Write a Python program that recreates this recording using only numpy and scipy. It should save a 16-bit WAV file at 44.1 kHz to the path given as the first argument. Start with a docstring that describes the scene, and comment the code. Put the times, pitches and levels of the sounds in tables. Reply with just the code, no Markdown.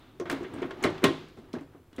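"""In a small room, a sheet-metal side panel is laid on a computer case, slid along its rails and pushed shut.
Its edge scrapes and ticks on the frame; it drops in with two loud clanks, chatters, then is knocked lightly.
Each knock sums a snap, a gliding flex tone, fixed sheet modes and bands of decaying noise.
Ticks and short rings are noise around one pitch, the slide is random slips filtered into rumble and scrape.
Faint room rumble, hiss and a dying case ring lie beneath; the two channels are nearly equal."""
import sys
import numpy as np
from scipy import signal
from scipy.fft import rfft, irfft
from scipy.io import wavfile
from scipy.ndimage import uniform_filter1d

SR = 44100
rng = np.random.default_rng(int(sys.argv[2]) if len(sys.argv) > 2 else 0)


def wrap_up_sound(samples):
    """Save the sound to the file named by the first command line argument, as 16-bit audio."""
    columns = np.atleast_2d(samples).T
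    # keep every value between -1 and 1, then stretch to whole-number steps
    tamed = np.clip(columns, -1, 1)
    steps = np.round(tamed * 32767).astype(np.int16)
    wavfile.write(sys.argv[1], SR, steps)


N = 88200


def amp(db):
    """Decibels to gain."""
    return 10 ** (np.asarray(db) / 20)


def evened(x):
    """Scales to rms 1."""
    return x / np.sqrt(np.mean(x ** 2) + 1e-20)


def read(points, hz):
    """Reads (Hz, value) points on a log-frequency axis."""
    point_hz, value = np.transpose(points)
    return np.interp(np.log(hz + 1), np.log(point_hz + 1), value)


def fade(t, t60_s):
    """Exponential decay, 60 dB in t60_s (1 ms at least)."""
    return np.exp(-np.log(1000) * t / max(t60_s, 1e-3))


def filtered(x, points):
    """Applies (Hz, dB) points as a filter, without phase shift."""
    hz = np.fft.rfftfreq(len(x), 1 / SR)
    return irfft(rfft(x) * amp(read(points, hz)), len(x))


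def coloured(x, points):
    """Filters x by (Hz, dB) points and scales it to rms 1."""
    return evened(filtered(x, points))


def add(mix, start_s, sound):
    """Mixes a sound in at start_s, cut off at the end of the mix."""
    part = mix[max(round(start_s * SR), 0):][:len(sound)]
    part += sound[:len(part)]


# Blows of the panel and the hand. Each row: start in seconds, flex pitch in Hz, levels in dB of
# flex, body, clang, clatter, edge and sparkle, ring length as a factor.
BLOWS = [(0.1989, 390, -11, -27.5, -18.5, -28, -20.5, -28, 0.73),
         (0.2118, 345, -10.5, -27, -19, -46, -42, -46, 0.9),
         (0.2559, 348, -21.5, -23, -21.5, -26.5, -32, -50, 2.1),
         (0.2984, 311, -17, -22, -11, -14.5, -7.5, -14, 0.85),
         (0.314, 339, -18.5, -22.5, -17, -21, -16, -10, 1.24),
         (0.327, 270.6, -13, -22, -19, -26, -35, -11, 1.51),
         (0.408, 334, -12, -24.5, -35, -54, -37, -42, 0.92),
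         (0.4452, 365, -22, -35.5, -29.5, -20, -47, -52, 1.1),
         (0.578, 267.5, -19.5, -30, -32.5, -31.5, -45, -44, 1.8),
         (0.619, 371.7, -8, -29, -23, -24, -25.5, -34.5, 0.85),
         (0.6272, 346.8, -9.5, -23.5, -15.5, -20, -42.5, -37, 1.08),
         (0.7082, 353, -28, -29, -17.5, -21.5, -21, -49, 0.59),
         (0.8393, 387, -15, -28, -8, -7.5, -3.5, -8, 0.68),
         (0.8455, 256.4, -6.5, -9.5, -4, -16.5, -29, -28, 1.04),
         (0.8506, 573.6, -12, -26, -8.5, -17.5, -12, -19, 1.2),
         (0.864, 318, -6, -22, -20.5, -29.5, -25, -32, 1.05),
         (0.902, 304, -7.5, -18, -36.5, -36.5, -20, -43, 0.56),
         (1.021, 361, -20, -29, -20.5, -34.5, -27, -46.5, 1.4),
         (1.0318, 354, -5.5, -23, -10.5, -21.5, -47, -55, 0.43),
         (1.0396, 263, 4.5, -19, -5.5, -2.5, -0.5, -0.5, 0.35),
         (1.0413, 152.7, -8, -8.5, -1.5, -0.5, 0, 3, 0.98),
         (1.047, 384, -1.5, -18, -4, -15, -19, -19, 1.01), (1.064, 263, -6, -19, -19, -19, -31, -42, 0.91),
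         (1.083, 281, -17, -11, -20.5, -20, -39, -39, 1.05),
         (1.102, 320, -5, -22, -32, -50, -46, -50, 0.62), (1.371, 271, -37, -34.5, -33, -45, -35, -52, 1.2),
         (1.386, 222, -30.5, -32, -41, -46, -33, -52, 1.2),
         (1.538, 239, -11.5, -20, -19, -36.5, -21.5, -45, 1.05),
         (1.5632, 331, -20.5, -25.5, -18.5, -43, -42, -55, 0.76),
         (1.609, 275, -22.5, -40, -32.5, -43, -35, -37, 1.28),
         (1.748, 278, -29, -32.5, -32.5, -51, -52.5, -61, 0.65),
         (1.929, 250, -31.5, -43, -50, -38, -35, -47, 0.73),
         (1.9819, 251, -17, -25, -26.5, -26, -32, -44, 1.4),
         (1.988, 570, -24.5, -21, -22, -31.5, -27, -48, 0.78)]


def knocks(mix):
    """Every blow excites the same sheet, each with its own colour and ring length."""
    for start_s, *blow in BLOWS:
        add(mix, start_s, knock(*blow))


# Pitches in Hz where a blow's colour is set: deep bass, body, clang, clatter, edge, sparkle.
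COLOUR_POINTS_HZ = [110, 300, 950, 2700, 7000, 13000]
FLEX_DB, FLEX_RISE_S, FLEX_T60_S = -13, 0.002, 0.12  # level and t60 before the blow's own
FLEX_SHARP_SHARE, FLEX_RELAX_S = 0.093, 0.012  # the bent sheet starts sharp and sinks to its pitch
SNAP_DB, SNAP_S = -19, 0.00008  # level before the blow's sparkle
BOOM_LOSS = 0.18  # dB of deep bass lost per dB that the clang is lighter


def knock(flex_hz, flex_db, body_db, clang_db, clatter_db, edge_db, sparkle_db, ring_factor, size=32768):
    """A blow snaps, flexes the sheet and rings its clear modes and its crowded resonances."""
    t = np.arange(size) / SR
    boom_db = body_db + BOOM_LOSS * clang_db
    colour = np.c_[COLOUR_POINTS_HZ, [boom_db, body_db, clang_db, clatter_db, edge_db, sparkle_db]]
    snap = amp(SNAP_DB + sparkle_db) * (1 - t / SNAP_S) * np.exp(-t / SNAP_S)
    flex_rise = 1 - np.exp(-t / FLEX_RISE_S)
    flex_level = amp(FLEX_DB + flex_db) * flex_rise * fade(t, FLEX_T60_S * ring_factor)
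    extra_s = FLEX_SHARP_SHARE * FLEX_RELAX_S * (1 - np.exp(-t / FLEX_RELAX_S))  # integral of the glide
    flex = flex_level * np.sin(2 * np.pi * flex_hz * (t + extra_s))
    return snap + flex + crowded_ring(t, colour, ring_factor) + clear_modes(t, colour, ring_factor)


# Clear modes of the panel. Each row: pitch in Hz, level in dB, t60 in seconds,
# before the blow's colour, ring factor and grip.
PANEL_MODES = [(103.5, -26, 0.37), (156.7, -27.5, 0.51), (211.4, -27.5, 0.22), (266.3, -21, 0.27),
               (318, -25.5, 0.43), (377.3, -24.5, 0.41), (633.4, -28.5, 0.21), (697.4, -28.5, 0.15),
               (1070, -28.5, 0.18), (1196, -33, 0.054), (1348, -42.5, 0.095), (1510, -30, 0.16),
               (1870, -32, 0.21), (2086, -32, 0.22), (2138, -32, 0.15), (3240, -44, 0.13),
               (3340, -33.5, 0.12), (3460, -34, 0.17)]
MODE_SCATTER_DB, MODE_DETUNE_SHARE = 1.5, 0.0044  # standard deviations: the grip varies from blow to blow


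def clear_modes(t, colour, ring_factor):
    """The sheet's distinct modes: decaying sines, with level and pitch shifted by the hand's grip."""
    out = np.zeros(len(t))
    for hz, db, t60_s in PANEL_MODES:
        level_luck, pitch_luck = rng.standard_normal(2)
        mode_hz = hz * (1 + MODE_DETUNE_SHARE * pitch_luck)
        tone = np.sin(2 * np.pi * (mode_hz * t + rng.random()))
        rise = 1 - np.exp(-t * hz)
        level = amp(db + read(colour, hz) + MODE_SCATTER_DB * level_luck)
        out += level * tone * rise * fade(t, t60_s * ring_factor)
    return out


# Crowded resonances of sheet and case. Each row: centre in Hz, ring in dB, first crack in dB,
# ring t60 in seconds before the blow's ring factor, room tail in dB, tail t60 in seconds.
RING_BANDS = [(48.5, -47.5, -57, 0.16, -65, 0.9), (131, -25, -27, 0.19, -46, 0.63),
              (250, -30, -13.5, 0.18, -44.5, 1), (390, -24.5, -10, 0.22, -37, 0.66),
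              (567, -29.5, -72, 0.29, -51, 0.93), (1120, -26, -51, 0.16, -43, 0.63),
              (2000, -26, -23, 0.12, -42.5, 0.64), (3540, -32, -39, 0.2, -47.5, 0.75),
              (4450, -40, -39.5, 0.22, -55, 0.78), (5200, -39, -39.5, 0.15, -57.5, 0.79),
              (8330, -40.5, -34, 0.11, -56.5, 0.41), (13400, -50.5, -36, 0.078, -67, .35)]
CRACK_T60_S = 0.03  # up to 3 kHz
CRACK_SHORTENING = 0.25  # power by which the crack shortens with pitch above 3 kHz


def crowded_ring(t, colour, ring_factor):
    """Countless close resonances as noise bands: a crack, a quick ring and the room's tail."""
    hz = np.fft.rfftfreq(len(t), 1 / SR)
    noise = rfft(rng.standard_normal(len(t)))
    centres_hz = np.array(RING_BANDS)[:, 0]
    out = np.zeros(len(t))
    for share, row in zip(np.eye(len(RING_BANDS)), RING_BANDS):
        centre_hz, ring_db, crack_db, ring_t60_s, tail_db, tail_t60_s = row
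        band = irfft(noise * read(np.c_[centres_hz, share], hz))  # crossfades with its neighbours
        window = max(round(6 * SR / centre_hz), 1024)
        band /= np.sqrt(uniform_filter1d(band ** 2, size=window) + 1e-20)  # flattens slow swells
        crack_t60_s = CRACK_T60_S * min(3000 / centre_hz, 1) ** CRACK_SHORTENING
        ring = amp(ring_db) * fade(t, ring_t60_s * ring_factor)
        crack = amp(crack_db) * fade(t, crack_t60_s)
        tail = amp(tail_db) * fade(t, tail_t60_s)
        power = ring ** 2 + crack ** 2 + tail ** 2 * abs(ring_factor)
        # the envelope, scaled so that the band's energy equals that of the power curve
        band *= np.sqrt(power * power.sum() / (power * band ** 2).sum())
        out += amp(read(colour, centre_hz)) * band * (1 - np.exp(-2 * t * centre_hz))
    return out


# Ticks, and short rings that colour some blows. Each row: start in seconds, level in dB,
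# centre in Hz, width in octaves, t60 in seconds.
SHORT_RINGS = [(0.1988, -52.5, 5900, 0.26, 0.08), (0.2, -46.5, 574, 0.44, 0.29),
               (0.2986, -24, 1240, 1.2, 0.014), (0.431, -60, 6600, 0.42, .04),
               (0.5388, -53, 8360, .25, 0.032), (0.7073, -40, 1530, 0.16, 0.029),
               (0.8265, -47.5, 6740, 0.6, 0.099), (0.8383, -30.5, 2090, 0.32, 0.13),
               (0.839, -36.5, 3980, 0.16, 0.048), (1.0406, -25, 3390, 0.32, 0.047),
               (1.042, -27, 1063, 0.034, 0.17), (0.9798, -46.5, 2780, 0.81, .045),
               (1.285, -61, 4080, 1.2, 0.032), (1.531, -45.5, 3340, 0.95, 0.046),
               (1.553, -46, 1440, 0.84, 0.052), (1.585, -54, 2000, 1, 0.076),
               (1.929, -54.5, 1500, 1.2, 0.02), (1.9629, -56, 7440, 0.86, 0.028),
               (1.964, -55, 3540, 0.23, 0.049)]


def short_rings(mix):
    """Ticks, and short rings that colour some blows, at their listed times."""
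    for start_s, *ring in SHORT_RINGS:
        add(mix, start_s, short_ring(*ring))


RING_TAIL_DB, RING_TAIL_T60_S = -18, 0.45  # level relative to the short ring


def short_ring(db, centre_hz, octaves, t60_s, size=8192):
    """Narrow or wide noise around one pitch, dying fast, with a weaker long tail."""
    t, hz = np.arange(size) / SR, np.fft.rfftfreq(size, 1 / SR)
    offset = np.log2((hz + 1) / centre_hz) / octaves
    shape = 1 / (1 + offset ** 2) ** 1.83
    noise = evened(irfft(rfft(rng.standard_normal(size)) * shape))
    return amp(db) * noise * (fade(t, t60_s) + amp(RING_TAIL_DB) * fade(t, RING_TAIL_T60_S))


# Course of the sliding. Each row: time in seconds, sheet rumble in dB, edge scrape in dB.
SLIDE_COURSE = [(0, -72, -65), (0.188, -63, -70), (.26, -52, -69), (.36, -45, -52), (.44, -41, -47.5),
                (.49, -46, -51.5), (.55, -40, -49.5), (.605, -47, -47), (0.66, -38, -52), (.70, -49, -56),
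                (.76, -43.5, -51.5), (0.819, -39.5, -42.5), (.93, -49, -46), (1.02, -52.5, -51),
                (1.18, -45, -62.5), (1.329, -61, -76), (1.439, -56.5, -63), (1.7, -68, -65.5),
                (1.901, -73, -71), (2, -52.5, -57)]
# Filter of the sheet's rumble. Each row: frequency in Hz, gain in dB before scaling to rms 1.
RUMBLE_COLOUR = [(30, -29), (90, -11.5), (160, -16), (215, -7), (270, -5), (365, -0.5), (450, -14.5),
                 (600, -24), (1500, -57)]
# Filter of the edge's scrape. Each row: frequency in Hz, gain in dB before scaling to rms 1.
SCRAPE_COLOUR = [(200, -6.5), (600, 3.5), (1200, 2), (2300, -6.5), (3700, -11.5), (4800, -19.5),
                 (7500, -31), (10000, -54), (15000, -60.5)]
SLIPS_PER_S, SLIP_SPREAD_DB, SLIP_T60_S = 500, 4.5, 0.18


def slide(size=8192, contacts=6):
    """Tiny slips at several contact points of the rail scrape and set the sheet rumbling."""
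    t = np.arange(N) / SR
    when_s, rumble_db, scrape_db = np.transpose(SLIDE_COURSE)
    force = amp(SLIP_SPREAD_DB * np.minimum(rng.exponential(1, N), 3))
    slips = (rng.random(N) < SLIPS_PER_S / SR) * force * rng.choice([-1, 1], N)
    contact = rng.integers(0, contacts, N)
    rings = rng.standard_normal((contacts, size)) * fade(t[:size], SLIP_T60_S)
    rub = np.zeros(N)
    for k, ring in enumerate(rings):
        rub += signal.fftconvolve(slips * (contact == k), ring)[:N]
    rumble = amp(np.interp(t, when_s, rumble_db)) * coloured(rub, RUMBLE_COLOUR)
    scrape = amp(np.interp(t, when_s, scrape_db)) * coloured(rub, SCRAPE_COLOUR)
    return rumble + scrape


# Ring of the case at the opening. Each row: frequency in Hz, gain in dB before scaling to rms 1.
CASE_RING_COLOUR = [(100, -36), (270, 10), (400, -11.5), (1000, -4.5), (2000, -12.5), (3700, -10),
                    (5000, -25), (12000, -41)]
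CASE_RING_DB, CASE_RING_T60_S = -56.5, 1.18


def case_ring():
    """The case is still humming out as the scene opens: coloured noise that decays."""
    t = np.arange(N) / SR
    hum = coloured(rng.standard_normal(N), CASE_RING_COLOUR)
    return amp(CASE_RING_DB) * fade(t, CASE_RING_T60_S) * hum


# Room rumble and microphone hiss. Each row: frequency in Hz, density in dB per Hz before scaling to rms 1.
FLOOR_COLOUR = [(20, -9), (48, -7.5), (115, -2.5), (170, -12.5), (300, -11), (650, -27), (2000, -35),
                (6000, -42.5), (15500, -46.5)]
FLOOR_DB = -58.5


def room_floor():
    """Steady room rumble and microphone hiss as coloured noise."""
    return amp(FLOOR_DB) * coloured(rng.standard_normal(N), FLOOR_COLOUR)


def scene():
    """All sources, the same in both channels."""
    mix = room_floor() + case_ring() + slide()
    knocks(mix)
    short_rings(mix)
    return np.array([mix, mix])


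# Noise of each channel. Each row: frequency in Hz, density in dB per Hz before scaling to rms 1.
CHANNEL_NOISE_COLOUR = [(25, 25), (120, 10), (400, 2.5), (1000, -7), (5000, 8.5), (15000, 15.5)]
# Slightly lighter bass of the right channel. Each row: frequency in Hz, gain in dB.
RIGHT_GAIN = [(600, -.2), (900, -.03)]
CHANNEL_NOISE_DB, BAND_LIMIT_HZ = -75.5, 15850


def record(dry):
    """Two nearly equal channels, each with a little noise of its own, then the band limit."""
    noise = np.array([coloured(rng.standard_normal(N), CHANNEL_NOISE_COLOUR) for _ in dry])
    both = np.array([dry[0], filtered(dry[1], RIGHT_GAIN)]) + amp(CHANNEL_NOISE_DB) * noise
    lowpass = signal.firwin(511, BAND_LIMIT_HZ, window=("kaiser", 9), fs=SR)
    return signal.oaconvolve(both, lowpass[None], "same")


dry = scene()
out = record(dry)
wrap_up_sound(out)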